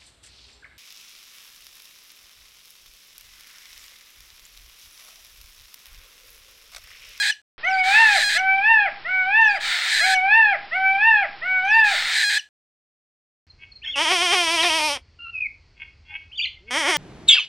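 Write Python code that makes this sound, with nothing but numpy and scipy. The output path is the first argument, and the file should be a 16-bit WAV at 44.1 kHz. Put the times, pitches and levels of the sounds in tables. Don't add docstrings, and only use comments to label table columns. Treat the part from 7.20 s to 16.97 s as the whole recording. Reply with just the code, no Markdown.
import sys
import numpy as np
from scipy import signal
from scipy.fft import rfft, irfft
from scipy.io import wavfile
from scipy.ndimage import uniform_filter1d

SR = 44100
rng = np.random.default_rng(int(sys.argv[2]) if len(sys.argv) > 2 else 0)


def materialize(psi):
    bounded = np.clip(np.atleast_2d(psi).T, -1, 1)
    quanta = np.round(bounded * 32767).astype(np.int16)
    wavfile.write(sys.argv[1], SR, quanta)


N = 430857
T = np.arange(N) / SR


def undb(db):
    return 10 ** (np.asarray(db) / 20)


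def unit(x):
    return x / np.sqrt(np.mean(x ** 2))


def noise(count):
    return rng.standard_normal(count)


def rounded(x, seconds):
    return uniform_filter1d(x, max(int(seconds * SR), 1), mode="nearest")


def swell(t, start, top, end):
    return np.interp(t, (start, top, end), (0, 1, 0))


def burst(start, length):
    first = int(start * SR)
    shape = np.hanning(int(length * SR))
    return slice(first, first + len(shape)), shape


def read(table):
    seconds, *columns = np.transpose(table)
    at = slice(int(seconds[0] * SR), min(int(seconds[-1] * SR), N))
    return at, [np.interp(T[at], seconds, column) for column in columns]


def shifted(x, seconds):
    k = int(round(seconds * SR))
    return np.r_[np.zeros(max(k, 0)), x[max(-k, 0):], np.zeros(max(-k, 0))][:N]


def colour(x, points, size=2048):
    hz, db = np.transpose(points)
    bins_hz = np.fft.rfftfreq(size, 1 / SR)
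    log_gain = np.interp(np.log(bins_hz + 1), np.log(hz), db) * np.log(10) / 20
    cepstrum = irfft(log_gain)
    cepstrum[1:size // 2] *= 2
    cepstrum[size // 2 + 1:] = 0
    response = irfft(np.exp(rfft(cepstrum)))
    return signal.fftconvolve(x, response)[:len(x)]


def echo(x, t60, db):
    t = np.arange(int(t60 * SR)) / SR
    fade = 10 ** (-3 * t / t60) * np.minimum(t / 0.0033, 1)
    tail = noise(len(t)) * fade
    return x + undb(db) * signal.fftconvolve(x, tail / np.linalg.norm(tail))[:len(x)]


def pulses(hz, rough, jitter, shimmer_db):
    chance = rng.standard_normal((SR, 2))
    cycle = np.cumsum(hz / SR).astype(int)
    phase = np.cumsum(hz * np.exp(jitter * rough * chance[cycle, 0]) / SR)
    size = undb(shimmer_db * rough * chance[(phase + .5).astype(int), 1])
    orders = np.arange(1, int(17000 / hz.min()) + 1)
    kept = np.outer(hz, orders) < 18000
    partials = kept * np.cos(2 * np.pi * np.outer(phase, orders))
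    return unit(size * partials.sum(axis=1))


def whistle(notes, flutter_db=0., third_db=-17.0):
    out = np.zeros(N)
    wander = rounded(rounded(noise(N), 0.0037), 0.0037)
    flutter = undb(flutter_db * unit(wander))
    for note in notes:
        at, (hz, db, octave_db) = read(note)
        phase = 2 * np.pi * np.cumsum(rounded(hz, .008)) / SR
        edge = signal.windows.tukey(len(hz), .15)
        upper = np.sin(2 * phase) + undb(third_db) * np.sin(3 * phase)
        out[at] += np.sqrt(2) * edge * (undb(db) * np.sin(phase) + undb(octave_db) * upper)
    return out * flutter


# frequency in Hz, relative noise density in dB per Hz.
WIND_COLOUR = [(15, -39), (25, -8.5), (78, 1), (179, -21), (425, -24), (480, -28), (1690, -31),
               (2210, -26.5), (3800, -35.5), (4410, -25), (9000, -56), (11700, -85), (19800, -120)]


def wind():
    from_s, level_db = 6.268, -55
    rumble = unit(colour(noise(N), WIND_COLOUR, size=8192))
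    return undb(level_db) * rumble * (T > from_s)


# start in seconds, level at the peak in dB, pulse rate in Hz, length in seconds.
CLUCKS = [(6.37, -44, 316, .12), (6.61, -39.5, 300, 0.11), (6.67, -33.5, 310, 0.031),
          (8.54, -56, 312, 0.09), (8.59, -41, 312, 0.031), (8.6, -35, 313.6, 0.056),
          (8.635, -44, 312, 0.041), (8.82, -55.5, 305, 0.11), (8.865, -37, 306.4, 0.1),
          (8.915, -30, 318.6, .08), (9.45, -41.5, 314, 0.094)]
# frequency in Hz, relative gain in dB.
CLUCK_THROAT = [(500, -56.5), (850, -19), (1200, -33.5), (1570, -11.5), (1900, -16.5), (2200, 3.5),
                (2380, -10), (2600, 4), (3100, -16.5), (3330, -0.5), (3600, -39), (5000, -63)]


def fowl():
    out = np.zeros(N)
    for start, db, hz, length in CLUCKS:
        at, shape = burst(start, length)
        source = pulses(np.full(len(shape), 1. * hz), rough=1, jitter=0.014, shimmer_db=3.6)
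        out[at] += undb(db) * shape ** 2 * unit(colour(source, CLUCK_THROAT))
    return echo(out, t60=0.42, db=-8.5)


# time in seconds, pitch in Hz, level in dB before the flutter.
WARBLES = [
    [(6.615, 2174, -42), (6.649, 3550, -39), (6.665, 3000, -34), (6.68, 3320, -29.5), (6.707, 3250, -29),
     (6.721, 3655, -38), (6.745, 2800, -29), (6.765, 2510, -31), (6.79, 3130, -25), (6.8, 2600, -45)],
    [(7.375, 1950, -43), (7.39, 2980, -26), (7.407, 3350, -25), (7.431, 1950, -32), (7.449, 1750, -25),
     (7.47, 1900, -42)],
    [(7.465, 3310, -35), (7.49, 2380, -33), (7.51, 3200, -21), (7.52, 3300, -41)],
    [(9.11, 2000, -46), (9.128, 3240, -43.5), (9.146, 2905, -40.5), (9.165, 3660, -40), (9.174, 3480, -38),
     (9.194, 2850, -22), (9.203, 2234, -28), (9.23, 3700, -29), (9.243, 3260, -19), (9.257, 1860, -32),
     (9.276, 3200, -29), (9.284, 3300, -45)],
]
# pitch in Hz, octave level in dB over the tone.
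WARBLE_OCTAVE = [(1950, 4), (2200, -6), (2350, -32), (2900, -48), (3280, -31), (3700, -42)]
# start in seconds, length in seconds, first pitch in Hz, last pitch in Hz,
# level in the middle in dB before the flutter, octave level there in dB before the flutter.
PIPS = [(6.635, .025, 1800, 1795, -37, -47), (6.64, .1, 5400, 5400, -52, -82),
        (6.688, .024, 2160, 2125, -34, -58), (8.89, .08, 860, 800, -53, -65),
        (9.175, .055, 2330, 2310, -47, -29), (9.355, .035, 2120, 2080, -49, -75),
        (9.475, .03, 2230, 2200, -41, -70)]
# time in seconds, pitch in Hz, level and octave level in dB before the flutter.
FALLING = [
    [(7.985, 1410, -51, -48), (8.01, 1377, -54, -42), (8.03, 1420, -54, -40), (8.068, 1345, -43, -39.5),
     (8.11, 1400, -52, -39)],
    [(8.125, 2770, -41, -85), (8.16, 2527, -27.5, -66), (8.21, 2530, -23.5, -66), (8.24, 2400, -30.5, -85),
     (8.265, 2180, -27.5, -67), (8.28, 2100, -40, -76)],
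]
# start in seconds, peak in dB, middle pitch in Hz, length in seconds.
CHIRPS = [(6.294, -44, 4200, 0.025), (6.5135, -40.5, 4320, 0.021), (6.551, -40, 4230, 0.03)]


def birds():
    warbles = []
    for warble in WARBLES:
        at, (hz, db) = read(warble)
        octave_db = db + np.interp(hz, *np.transpose(WARBLE_OCTAVE))
        warbles.append(np.c_[T[at], hz, db, octave_db])
    pips = []
    for start, length, first_hz, last_hz, db, octave_db in PIPS:
        edge_db, octave_edge_db = db - 15, octave_db - 15
        pips.append([(start, first_hz, edge_db, octave_edge_db),
                     (start + length / 2, (first_hz + last_hz) / 2, db, octave_db),
                     (start + length, last_hz, edge_db, octave_edge_db)])
    out = whistle(warbles + pips + FALLING, flutter_db=2.5, third_db=-26.0)
    for start, db, hz, length in CHIRPS:
        at, shape = burst(start, length)
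        falling_hz = hz * np.linspace(1.04, .96, len(shape))
        out[at] += undb(db) * shape * np.sin(2 * np.pi * np.cumsum(falling_hz) / SR)
    return echo(out, t60=0.28, db=-7.5)


# time in seconds, pitch in Hz,
# body level in dB (5 dB is added), treble level in dB (1.5 dB is added),
# mouth closing (0 open, 1 shut, kept within these once the tremble is added).
BLEATS = [
    [(6.755, 283, -39, -43, .3), (6.78, 277, -31, -35, .24), (6.865, 300, -30, -33, .22),
     (6.985, 334, -29, -30, .4), (7.085, 338, -28.5, -30, .35), (7.28, 320, -29, -30.5, .5),
     (7.56, 309, -30, -30, .6), (7.71, 282, -34.5, -30.5, .85), (7.755, 272, -41, -37, .35),
     (7.775, 246, -38, -47, .6)],
    [(9.505, 246, -36, -39, .2), (9.54, 250, -34, -34, .2), (9.59, 258, -35, -35, -.1),
     (9.645, 267, -31.5, -35, .2), (9.77, 292, -30, -30, .05)],
]
# time in seconds, pitch in Hz, level in dB, octave level in dB.
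HUMS = [
    [(6.665, 191, -73, -65), (6.7, 254, -69, -73), (6.76, 285, -60, -58)],
    [(9.4, 163, -67, -64), (9.45, 203.5, -67, -61), (9.51, 254, -56, -54)],
]
# start in seconds, top in seconds, end in seconds, pitch lift in Hz.
TREMBLES = [(6.78, 6.833, 6.864, 50), (6.864, 6.93, 6.985, 62), (6.985, 7.045, 7.083, 33),
            (7.083, 7.155, 7.282, 38), (7.282, 7.345, 7.386, 28), (7.386, 7.47, 7.506, 42),
            (7.515, 7.565, 7.61, 20), (7.61, 7.665, 7.705, 20), (7.715, 7.736, 7.755, 18),
            (9.53, 9.59, 9.645, 80), (9.645, 9.7, 9.76, 55)]
# middle in seconds, half length in seconds, pitch leap in Hz.
CATCHES = [(6.926, .014, 12), (7.03, .007, 3), (7.135, .013, 52), (7.445, .014, 3), (7.606, .009, 1),
           (9.695, .016, 50)]
# frequency in Hz, relative gain in dB.
THROAT_OPEN = [(120, -43), (200, -12.5), (640, -2.5), (950, 5), (1500, -1), (2200, 4), (2650, -5.5),
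               (3170, 8.5), (4160, -21.5), (5550, -8), (7420, -23), (9210, -16), (11400, -39.5),
               (13500, -43), (16000, -48)]
# frequency in Hz, relative gain in dB.
THROAT_SHUT = [(120, -24), (200, -8.5), (400, 0.5), (650, 4), (950, 6.5), (1200, -2), (1700, -12),
               (2420, 4.5), (3300, -10), (4240, -13), (5360, -10.5), (7280, -32.5), (8800, -19.5),
               (11000, -29), (16000, -55)]
# frequency in Hz, relative gain in dB.
NOSE = [(9500, -0.5), (10300, -2), (11300, 6), (12600, -10), (13500, 4), (14500, -2)]
# frequency in Hz, relative gain in dB.
BLEAT_COLOURS = [
    [(400, -1.5), (1000, 0), (2100, -1), (2700, 1)],
    [(400, 6), (1000, 0.5), (2100, 5.5), (2700, -2)],
]


def goat():
    lead_s = .012
    out = whistle(HUMS)
    for bleat, bleat_colour in zip(BLEATS, BLEAT_COLOURS):
        at, (hz, db, treble_db, shut) = read(bleat)
        t = T[at]
        rough, leap_hz = 0.12, 0
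        for middle, half, hz_up in CATCHES:
            catch = np.exp(-((t - middle) / half) ** 2)
            rough = rough + catch
            leap_hz = leap_hz + catch * hz_up
        lift_hz = sum(up * swell(t, *times) for *times, up in TREMBLES)
        push_hz = sum(up * swell(t + lead_s, *times) for *times, up in TREMBLES)
        hz = hz + lift_hz + leap_hz
        shut = np.clip(shut + .005 * lift_hz, 0, 1)
        db = db + .09 * push_hz + .06 * leap_hz
        treble_db = treble_db + .06 * lift_hz + .06 * leap_hz
        voiced = pulses(rounded(hz, 0.011), rough, jitter=0.034, shimmer_db=0.99)
        breath = undb(-28) * noise(len(hz))
        source = colour(voiced + breath, bleat_colour + NOSE)
        opened = unit(colour(source, THROAT_OPEN))
        closed = unit(colour(source, THROAT_SHUT))
        voice = (1 - shut) * opened + shut * closed
        body = signal.sosfiltfilt(signal.butter(2, 4000, fs=SR, output="sos"), voice)
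        out[at] += undb(db + 5) * unit(body) + undb(treble_db + 1.5) * unit(voice - body)
    return echo(out, t60=0.094, db=-8.5)


def torn(hz):
    tear_s = .003
    phase = 2 * np.pi * np.cumsum(hz) / SR
    out = 0
    for k in range(1, 20):
        a, b = (rounded(rounded(noise(len(hz)), tear_s), tear_s / 2) for _ in range(2))
        out = out + a * np.cos(k * phase) + b * np.sin(k * phase)
    return unit(out)


# time in seconds, pulse rate in Hz, level in dB, roughness from 0 to 1.
SCREECH = [(.44, 810.7, -51, .9), (.6, 801.6, -39.5, .9), (.625, 794, -52.5, .9), (.64, 819.5, -30.5, .7),
           (.69, 746, -24, .8), (.76, 742, -22.5, .8), (.85, 705.6, -25, .8), (.92, 775, -21.5, .7),
           (.98, 801.4, -19, .6), (1.035, 812, -19.5, .4), (1.14, 810, -19.5, .3), (1.175, 853, -19.5, .15),
           (1.185, 859, -44.5, .4)]
# time in seconds, pitch in Hz, level and octave level in dB before the flutter.
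SQUEAKS = [
    [(.44, 3000, -56, -64.5), (.48, 3125, -42, -53), (.505, 2850, -41.5, -48), (.525, 2450, -45.5, -47),
     (.555, 2250, -44, -42.5), (.58, 2380, -38.5, -49), (.62, 2460, -48, -42.5)],
    [(.6, 3150, -53.5, -83), (.61, 3120, -39.5, -83), (.63, 2900, -40.5, -80.5)],
    [(1.178, 3090, -32.5, -40), (1.192, 2980, -33, -40), (1.205, 2415, -45.5, -53),
     (1.215, 2170, -69, -57.5)],
]
# frequency in Hz, relative gain in dB.
RASP_THROAT = [(290, -68), (500, -30.5), (706, -21.5), (968, -15.5), (1130, -20.5), (1240, -12), (1390, -4),
               (1510, -8.5), (1850, 1.5), (2930, -11.5), (3740, -2), (5750, -20), (8600, -20.5),
               (11300, -43), (15500, -31)]
# frequency in Hz, relative gain in dB.
TIGHT_THROAT = [(290, -74), (500, -37.5), (815, -28), (1270, -31), (1700, -0.5), (2200, -6.5), (2390, -11),
                (2930, -16), (4070, -5.5), (4440, -14), (4770, -11), (5430, -22.5), (8600, -20),
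                (9650, -33), (15500, -42)]
# frequency in Hz, relative noise density in dB per Hz.
SCREECH_HISS = [(30, -20.5), (60, -2.5), (150, -10), (500, -12), (3000, -20), (15000, -36)]
# shift in seconds, earlier if negative.
SCREECH_SHIFTS_S = (-1.06773, 0, 1.76841, 4.00397)


def screech():
    at, (hz, db, rough) = read(SCREECH)
    t = T[at]
    lock = rounded(1. * (t > 1.04) * (t < 1.092), .011)
    hz = hz + lock * (824 - hz)
    rough = np.clip(rough + lock * (.035 - rough), 0, 1)
    torn_share = 0.34
    turbulence = np.sqrt(torn_share) * torn(hz) + np.sqrt(1 - torn_share) * noise(len(hz))
    voiced = pulses(hz, rough, jitter=.2, shimmer_db=5.4)
    source = np.sqrt(1 - rough) * voiced + np.sqrt(rough) * turbulence
    tight = np.interp(t, (.89, .97), (0, 1))
    rasping = unit(colour(source, RASP_THROAT))
    tightened = unit(colour(source, TIGHT_THROAT))
    voice = whistle(SQUEAKS, flutter_db=5.5, third_db=-22)
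    voice[at] += undb(db) * ((1 - tight) * rasping + tight * tightened)
    hiss = undb(-73) * unit(colour(noise(N), SCREECH_HISS, size=8192)) * (T > SCREECH[0][0])
    once = (echo(voice, t60=0.22, db=-15) + hiss) * (T < 1.285)
    return sum(shifted(once, s) for s in SCREECH_SHIFTS_S)


CRY_STAGES = {"start": (-56, -50, -34, -48), "bend": (-38, -37.5, -24.5, -39),
              "scooped": (-28.5, -26, -24, -46), "settled": (-25, -27.5, -28, -50),
              "swelled": (-25.5, -25, -17.5, -49), "sagged": (-24, -27.5, -20.5, -43),
              "lift": (-24, -28.5, -23.5, -45), "rising": (-31, -15.5, -22, -38),
              "top": (-21, -13.5, -18.5, -46), "falling": (-26.5, -14.5, -25, -40.5),
              "sliding": (-26.5, -18, -25, -39), "knee": (-21, -26, -25, -47),
              "drop": (-33, -36, -25.5, -46), "end": (-32, -42, -36, -40)}


def cry_note(start, held, sagged, lift, top, top_hz, end,
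             early_db, settling_db, sag2_db, sag3_db, lifting_db, ending_db):
    times = [start, start + .022, start + .055, start + .11, start + .16, start + .21,
             lift, (lift + top) / 2, top, top + .05, top + .1, end - .05, end - .022, end]
    hz = [568, 657, held - 14, held, (held + sagged) / 2, sagged,
          788, 866, top_hz, 875, 826, 800, 657, 546]
    own = {"bend": early_db / 3,
           "scooped": (early_db, 0, -settling_db, 0),
           "settled": (early_db, 0, settling_db, 0),
           "swelled": (early_db, sag2_db, sag3_db, 0),
           "sagged": (early_db / 2, sag2_db, sag3_db, 0),
           "lift": lifting_db, "rising": lifting_db,
           "knee": ending_db, "drop": ending_db, "end": ending_db}
    levels = [np.add(db, own.get(stage, 0)) for stage, db in CRY_STAGES.items()]
    return np.c_[times, hz, levels]


CRY_NOTES = [(.424, 768, 738, .71, .81, 915, 1.0, 2, -3.5, -10, -2.5, 2, 1.5),
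             (1.137, 765, 772, 1.41, 1.51, 919, 1.7, 0, 0, 0, 0, -1.5, 0),
             (1.84, 754, 740, 2.1, 2.2, 911, 2.392, -10.5, 7, 1, -6, -1, -4)]
# level of partial 5, 6 or 7 in dB over partial 4.
CRY_TOP_DB = [-12, -19, -31]
# frequency in Hz, relative noise density in dB per Hz.
GARDEN_HISS = [(20, 0), (60, -12), (180, -12.5), (600, -11.5), (1500, -6.5), (3000, -8.5), (5200, -16.5)]


def peacock():
    low_rate = 11025
    voice = np.zeros(N)
    for note in CRY_NOTES:
        at, (hz, *db) = read(cry_note(*note))
        db += [db[-1] + d for d in CRY_TOP_DB]
        for k in range(3, len(db)):
            wander = rounded(rounded(noise(len(hz)), .012), .012)
            db[k] = db[k] + 4.4 * unit(wander)
        phase = 2 * np.pi * np.cumsum(rounded(hz, .02)) / SR
        edge = signal.windows.tukey(len(hz), .06)
        partials = sum(undb(d) * np.sin(k * phase + k * k) for k, d in enumerate(db, 1))
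        voice[at] = np.sqrt(2) * edge * partials
    hiss = undb(-41.5) * unit(colour(noise(N), GARDEN_HISS, size=8192))
    low_pass = signal.ellip(8, .5, 70, .49 * low_rate, fs=SR, output="sos")
    low = signal.sosfilt(low_pass, echo(voice, t60=0.35, db=-7) + hiss)
    low += undb(-56) * 2 * voice * np.cos(2 * np.pi * low_rate * T)
    offset = .0039
    phrase = (low + offset) * (T > 0.38) * (T < 2.515)
    return phrase + shifted(phrase, 104474 / 44100)


def scene():
    mix = wind() + fowl() + birds() + goat() + screech() + peacock()
    return np.tile(mix, (2, 1))


def record(dry):
    return signal.sosfilt(signal.ellip(10, .2, 70, 15800, fs=SR, output="sos"), dry)


dry = scene()
out = record(dry)
materialize(out)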